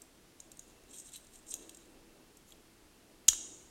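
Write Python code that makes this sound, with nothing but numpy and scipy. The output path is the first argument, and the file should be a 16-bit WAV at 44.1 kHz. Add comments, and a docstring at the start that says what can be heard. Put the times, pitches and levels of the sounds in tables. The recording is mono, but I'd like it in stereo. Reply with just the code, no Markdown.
"""A small screwdriver in a little steel mechanism, held over a table close to the microphone in a quiet room.
The tip ticks and scrapes, then a part snaps loudly; every contact rings the same short steel modes.
At the snap and its rebound dull knocks pass through hands and table, as short damped sines.
The table sends one early echo and, with the hands, a dense answer; the room answers with decaying noise.
Behind it: steady room air and a faint low drone that swells, both filtered noise."""
import sys
import numpy as np
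from scipy import signal
from scipy.fft import rfft, irfft, next_fast_len
from scipy.io import wavfile
from scipy.ndimage import map_coordinates

SR = 44100
rng = np.random.default_rng(int(sys.argv[2]) if len(sys.argv) > 2 else 0)


def store_wav(level_fs):
    """Save 16-bit WAV to argv[1]."""
    pcm = np.round(np.clip(np.atleast_2d(level_fs), -1, 1) * 32767)
    wavfile.write(sys.argv[1], SR, pcm.T.astype(np.int16))


N = 163170  # samples, 3.7 s

# Ringing modes of the steel mechanism: f/Hz, relative level/dB, t60/s
STEEL_MODES = [(1420, -4, 0.003), (1790, -16, 0.014), (2250, -19, 0.0066), (2730, -4, 0.014),
               (3120, -2.5, 0.0098), (3312, -1, 0.013), (3690, -1, 0.014), (3930, 5, 0.0082),
               (4380, -8.5, 0.0036), (5130, 0, 0.0053), (5560, -0.5, 0.014), (5820, -2, 0.018),
               (6230, 4.5, 0.015), (6656, 3, 0.014), (6854, 0, 0.018), (7174, 1, 0.014),
               (7530, -0.5, 0.027), (8120, 5, 0.017), (8645, 4.5, 0.019), (8850, -4.5, 0.022),
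               (9200, 1, 0.015), (10500, 3, 0.01), (10930, 2, 0.0094), (11600, -1, 0.0064),
               (11730, 9, 0.0063), (13650, -0.5, 0.0091), (13700, -5, .007), (15350, -6, 0.007)]
ATTACK_S, RADIATES_HZ = 0.00022, 600  # softening of each onset; bass falls away below this corner
SCATTER_DB = 2  # random spread of each mode at each contact
BLOW_PHASE_SPREAD = 0.7  # radians between the modes at a blow


def mechanism():
    """All contacts ring the modes, blows nearly in step, friction at random; so small a thing radiates no bass."""
    drive = np.zeros((N, len(STEEL_MODES)), complex)
    for (s, gain), spread in ((blows(), BLOW_PHASE_SPREAD), (scrapes(), 2 * np.pi)):
        chance = rng.standard_normal((len(s), 2, len(STEEL_MODES)))
        scatter = amp(SCATTER_DB * chance[:, 0])
        phase = spread * chance[:, 1] - np.pi / 2
        pushes = gain.T * scatter * np.exp(1j * phase)
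        np.add.at(drive, (s * SR).astype(int), pushes)

    ringing = 0
    onset = np.exp(-1 / (ATTACK_S * SR))
    for push, (hz, _, t60) in zip(np.ascontiguousarray(drive.T), STEEL_MODES):
        decay = amp(-60 / (t60 * SR))
        pole = decay * np.exp(2j * np.pi * hz / SR)
        # the second, faster pole makes the mode rise over the attack time
        mode = signal.lfilter([1 - onset], np.poly([pole, pole * onset]), push)
        ringing = ringing + mode.real
    return filtered(ringing, lambda hz: (1j * hz / (RADIATES_HZ + 1j * hz)) ** 2)


# Ticks of the tip on the parts: t/s, level/dB, favoured f/Hz, low modes level/dB, high modes level/dB,
# favoured low f/Hz
TIP_TICKS = [(0.0187, -38.5, 7850, -33, -8.5, 3800), (.402, -34.5, 7000, -12, -14, 3800),
             (0.5173, -39, 7500, -9, -8.5, 3940), (0.5713, -44.5, 8360, -12, -13, 3800),
             (0.5932, -34, 7050, -10, -13.5, 3850), (.699, -56, 7100, -8, -8, 3800),
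             (0.8363, -54.5, 6240, -1, -6.5, 2800), (.911, -49, 7900, -7, -21, 3000),
             (0.9428, -47, 8200, -4, -14, 3300), (.965, -45, 8300, -12, -7, 3700),
             (.989, -51, 8000, -10, 0, 3400), (1.003, -52, 7950, -12, -10, 3700),
             (1.0638, -49, 7900, -16, -14, 3700), (1.091, -48, 7400, 1, -9, 3850),
             (1.1204, -44, 7700, -6, -8, 3500), (1.138, -47.5, 7700, -8, -12, 3700),
             (1.149, -42, 7800, 4, -14, 3800), (1.159, -40, 8400, 4, -15, 3920),
             (1.165, -46, 8000, -9, 2, 4300), (1.2687, -46.5, 7000, -16, -15, 3800),
             (1.356, -48, 7970, -10, -13, 3800), (1.468, -47, 7950, -12, -15, 3500),
             (1.5227, -57.5, 6700, 23.5, -13, 3680), (1.54, -23.5, 6750, -10, -8, 3600),
             (1.552, -40, 6660, -6, -12, 3600), (1.5587, -45, 6700, -12, -5, 3600),
             (1.565, -41, 6700, -9, -14, 3600), (1.694, -40, 8300, 2.5, -5, 3600),
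             (1.695, -40.5, 5100, -15, -12, 4400), (1.747, -40.5, 7460, -5, -15, 3900),
             (1.75, -51, 7560, -15, -12, 3900), (1.771, -43, 7300, -11, -10, 3800),
             (2.3708, -46.5, 7500, -19, -6, 3800), (2.5063, -48.5, 6000, -5, -3, 3600),
             (2.522, -51.5, 7300, 9, -4, 3460)]
# Contacts of the snapping part and its rebound: the same columns
SNAP_CONTACTS = [(3.2812, -29, 5430, -7, -22, 3000), (3.2822, -12, 7100, -13, -13, 3270),
                 (3.2833, -15, 7100, -14, -6.5, 2820), (3.284, -16.5, 8600, -24, -3.5, 3300),
                 (3.2849, -17.5, 6940, 7, -10, 3330), (3.2863, -2, 6640, -15.5, -36, 3930),
                 (3.2895, -22.5, 6800, 6, -8, 3100), (3.3325, -37, 5100, 6, -7, 3860)]
FAR_DB, SNAP_FAR_DB = 8, 12.5  # largest loss away from the favoured modes: usual, and in the snap
LOW_FOCUS_DB = 25  # loss per squared kHz among the low modes of a blow


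def blows():
    """Single contacts, each pushing the modes once near its favoured frequencies: times and gain per mode."""
    s, db, *place = np.transpose(TIP_TICKS + SNAP_CONTACTS)
    far_db = np.repeat([FAR_DB, SNAP_FAR_DB], [len(TIP_TICKS), len(SNAP_CONTACTS)])
    return s, amp(db) * shares(*place, LOW_FOCUS_DB, far_db)


# Strokes of the tip, one list each: t/s, level/dB, low modes level/dB, high modes level/dB, favoured f/Hz
TIP_STROKES = [
    [(0.62, -66, -6, -8, 6660), (0.642, -83, 4, -5, 6690), (0.662, -82, -6, -20, 6730),
     (0.682, -69, -14, 0, 6900), (0.706, -75, -2, -17, 7200), (0.742, -91, 8, 2, 7090),
     (0.75, -74, -3, -4, 7020)],
    [(0.87, -77, -4, -4, 7600), (0.878, -80, 5, 1, 7880), (0.906, -57, -11, -21, 7600),
     (0.928, -57, -8, -15, 7840), (0.938, -55, -4, -11, 7900), (0.97, -55.5, -11, -12, 7840),
     (1.006, -51, -15, -14, 7740), (1.04, -69, -11, -20, 7550)],
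    [(1.04, -62, -7, -12, 8100), (1.068, -52, -20, -18, 7940), (1.088, -63, 2, -8, 7820),
     (1.112, -76, -22, -11, 7790)],
    [(1.118, -64, 3, -13, 7700), (1.136, -49.5, -6, -16, 7900), (1.15, -52.5, 5, -15, 7990),
     (1.164, -50, -3, -11, 8070), (1.178, -62, 1, -1, 7900), (1.22, -82, -10, -16, 8140),
     (1.25, -65, -5, -5, 8300)],
    [(1.3, -74, -14, -1, 7680), (1.35, -63.5, -3, -8, 7650), (1.358, -58, -12, -15, 7700),
     (1.374, -68, -14, -1, 7640), (1.388, -67, -22, -15, 7500), (1.412, -79, 2, -16, 7440),
     (1.42, -74, -7, -4, 7410)],
    [(1.46, -78, -6, -14, 7630), (1.468, -62, -6, -17, 7550), (1.5, -49.5, -23, -10, 7700),
     (1.518, -43, -25, -21, 7900), (1.524, -47, -20, -17, 7800), (1.534, -49, -3, -18, 7660)],
    [(1.585, -67, 2, -16, 6810), (1.611, -70, -7, -15, 6890), (1.625, -59, -3, -10, 6850),
     (1.651, -72, 0, -25, 7040), (1.671, -73, -11, -11, 7310), (1.688, -65, -1, -12, 7340)],
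    [(1.71, -62, 0, -20, 7350), (1.724, -73, -2, -14, 7420), (1.742, -65, 1, -9, 7590)],
    [(1.785, -71, 3, -10, 7530), (1.813, -68, -3, -12, 7160), (1.825, -69, 3, -24, 7180),
     (1.849, -75, 3, -20, 7260), (1.86, -63.5, -1, 0, 7350)],
    [(2.46, -82, -10, -4, 6990), (2.474, -67.5, -13, -2, 7020), (2.512, -70, -12, -3, 7400),
     (2.526, -67, -3, -10, 7460), (2.53, -69, 2, -11, 7350)],
]
GRAINS_PER_S, GRAIN_SPREAD_DB, CLUMP_DB = 3500, 3.5, 2.5


def scrapes():
    """Friction as dense clumped grains, heard only within the strokes: times and gain per mode."""
    s = np.sort(rng.uniform(0, N / SR, int(GRAINS_PER_S * N / SR)))
    clumps_db = CLUMP_DB * wobble(150)[(s * SR).astype(int)]
    size = amp(GRAIN_SPREAD_DB * rng.standard_normal(len(s)) + clumps_db)
    # effective ring time, so that overlapping grains keep the stroke's level
    ring_s = np.mean([t60 for *_, t60 in STEEL_MODES]) / (4 * np.log(1000))
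    gain = 0
    for stroke in TIP_STROKES:
        t, *columns = np.transpose(stroke)
        db, low_db, high_db, hz = [np.interp(s, t, c) for c in columns]
        touching = (s >= t[0]) & (s < t[-1])
        gain = gain + touching * amp(db) * shares(hz, low_db, high_db)
    return s, gain * unit(size) / np.sqrt(GRAINS_PER_S * ring_s)


LOW_HZ, HIGH_HZ = 4700, 10000  # low modes lie below, high modes above
FOCUS_DB = 7.5  # loss per squared kHz away from the favoured frequency


def shares(favoured_hz, low_db, high_db, low_hz=0, low_focus_db=0, far_db=FAR_DB):
    """How strongly each contact (column) drives each mode (row); the middle modes have power 1."""
    hz, db, _ = np.transpose(STEEL_MODES)[:, :, None]
    middle_loss = np.minimum(FOCUS_DB * ((hz - favoured_hz) / 1000) ** 2, far_db)
    low_loss = np.minimum(low_focus_db * ((hz - low_hz) / 1000) ** 2, FAR_DB)
    upper_db = np.where(hz > HIGH_HZ, high_db, -middle_loss)
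    gain = amp(db + np.where(hz < LOW_HZ, low_db - low_loss, upper_db))
    middle = (hz > LOW_HZ) * (hz < HIGH_HZ)
    return gain / np.linalg.norm(gain * middle, axis=0)


# Dull knocks through hands and table at the snap and its rebound: t/s, f/Hz, starting level/dB, t60/s
KNOCKS = [(3.2828, 171, -44, 0.04), (3.2823, 90, -42, 0.067), (3.285, 1764, -40.5, 0.049),
          (3.287, 1420, -37, 0.017), (3.2835, 540, -42.5, 0.013), (3.286, 48.7, -41.5, 0.11),
          (3.296, 26, -51, 0.21), (3.3322, 1900, -45.5, 0.021), (3.3313, 1400, -36, 0.0067),
          (3.3322, 424, -47, .015)]


def thump():
    """Short pushes, each a sine that starts at its knock and dies away exponentially."""
    total = 0
    for s, hz, db, t60 in KNOCKS:
        after = np.maximum(np.arange(N) / SR - s, 0)
        total = total + amp(db - 60 * after / t60) * np.sin(2 * np.pi * hz * after)
    return total


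ECHO_S, ECHO_DB = 0.0018, -13.5  # the echo's delay and level against the direct sound
NEAR_DB, NEAR_T60_S = -12.5, 0.2  # dense answer of hands and table top, in all bands


def table(x):
    """The direct sound with one early echo, and a dense decaying-noise answer of table top and hands."""
    t = np.arange(SR // 4) / SR
    answer = rng.standard_normal(len(t)) * amp(-60 * t / NEAR_T60_S) * (t > ECHO_S)
    dense = amp(NEAR_DB) * signal.fftconvolve(x, answer / np.linalg.norm(answer))[:N]
    direct_and_echo = filtered(x, lambda hz: 1 + amp(ECHO_DB) * np.exp(-2j * np.pi * hz * ECHO_S))
    return dense + direct_and_echo


# Decay of the quiet room: f/Hz, t60/s
ROOM_DECAY = [(200, 0.47), (1000, 0.67), (2000, 0.72), (3000, 0.88), (4500, 0.78), (6500, 0.77), (9500, 1),
              (11000, 0.24), (15000, .33)]
# Stereo width of the room's answer once grown, side against mid: f/Hz, level/dB
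ROOM_WIDTH = [(1300, 3.5), (2400, -8), (4400, -7), (8000, -2), (9900, 0.5), (10500, -16), (13000, -11)]
ROOM_DB, ROOM_DELAY_S = -15.5, 0.0037
SIDE_GROWS_S = 0.082  # the answer widens over this time


def room(x):
    """Mid and side of the room's answer: noise tails in which each frequency dies at its own speed."""
    hz, t, z = signal.stft(rng.standard_normal((2, SR)), SR, nperseg=256)
    decay = amp(-60 * t / along(ROOM_DECAY, hz)[:, None])
    tail = signal.istft(z * decay, SR, nperseg=256)[1]
    tail_s = np.arange(tail.shape[1]) / SR
    tail[1] *= 1 - np.exp(-(tail_s / SIDE_GROWS_S) ** 2)
    tail = tail / np.linalg.norm(tail[0])
    delayed = np.pad(x, (int(ROOM_DELAY_S * SR), 0))
    mid, side = signal.fftconvolve(delayed[None], tail, axes=1)[:, :N]
    side = filtered(side, lambda f: amp(along(ROOM_WIDTH, f)))
    return amp(ROOM_DB) * np.array([mid, side])


# Spectrum of the room air: f/Hz, relative level/dB
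AIR_SPECTRUM = [(12, -37.5), (20, 8), (43, -1.5), (88, -7.5), (301, -4.5), (558, -12.5), (624, -12.5),
                (1150, -16), (2670, -18), (3070, -18), (9950, -22), (16000, -30.5)]
# Stereo width of the steady background noise, side against mid: f/Hz, level/dB
BACKGROUND_WIDTH = [(60, -20.5), (110, -18), (200, -20.5), (380, -19), (700, -19), (1290, -43), (2380, -47),
                    (4400, -52), (8120, -43), (15000, -33)]
AIR_DB = -62.5


def air():
    """Steady room air in the mid, and a second noise of the same spectrum, turned down by band, in the side."""
    noises = rng.standard_normal((2, N))
    mid, side = [amp(AIR_DB) * unit(filtered(x, lambda hz: amp(along(AIR_SPECTRUM, hz)))) for x in noises]
    return np.array([mid, filtered(side, lambda hz: amp(along(BACKGROUND_WIDTH, hz)))])


# Swells of the drone, before its random wobble: t/s, level/dB
DRONE_SWELLS = [(0.05, -69), (0.08, -76), (0.48, -69.5), (0.55, -76), (0.7, -62.5), (1.25, -75.5),
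                (1.38, -67.5), (1.47, -67), (1.56, -61.5), (1.72, -61.5), (2.2, -66), (2.36, -72),
                (3.2, -66.5)]
# Spectrum of the drone: f/Hz, relative level/dB
DRONE_SPECTRUM = [(150, -32), (240, -8), (305, -6), (322, -3), (333, 1.5), (345, -4.5), (480, -10),
                  (750, -17.5), (1200, -25), (2600, -39.5), (2690, -11), (2780, -48)]


def drone():
    """Faint low drone: band-shaped noise whose level swells and wobbles at random."""
    s, db = np.transpose(DRONE_SWELLS)
    level_db = np.interp(np.arange(N) / SR, s, db) + 2.3 * wobble(8.19)
    hum = filtered(rng.standard_normal(N), lambda hz: amp(along(DRONE_SPECTRUM, hz)))
    return amp(level_db) * unit(hum)


def amp(db):
    """Decibels to amplitude."""
    return 10 ** (np.asarray(db) / 20)


def unit(x):
    """x scaled to an RMS of 1."""
    return x / np.sqrt(np.mean(x ** 2) + 1e-20)


def along(points, hz):
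    """Values at hz between (f/Hz, value) points on a log axis."""
    f, v = np.transpose(points)
    return np.interp(np.log(hz + 1), np.log(f + 1), v)


def wobble(rate):
    """A smooth random curve with rate knots a second."""
    knots = rng.standard_normal(int(N * rate / SR) + 4)
    return map_coordinates(knots, [np.arange(N) * rate / SR])


def filtered(x, response):
    """x times a response of frequency, zero-padded by at least half a second."""
    m = next_fast_len(N + SR // 2)
    return irfft(rfft(x, m) * response(np.fft.rfftfreq(m, 1 / SR)), m)[..., :N]


def scene():
    """Mechanism and knocks close by, answered by table and room, over air and drone; left and right."""
    near = mechanism() + thump()
    mid, side = room(near) + air()
    mid = mid + drone() + table(near)
    return np.array([mid + side, mid - side])


TOP_HZ = 16000


def record(dry):
    """Both channels are band-limited: nothing passes from the top frequency up."""
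    return filtered(dry, lambda hz: hz < TOP_HZ)


dry = scene()
out = record(dry)
store_wav(out)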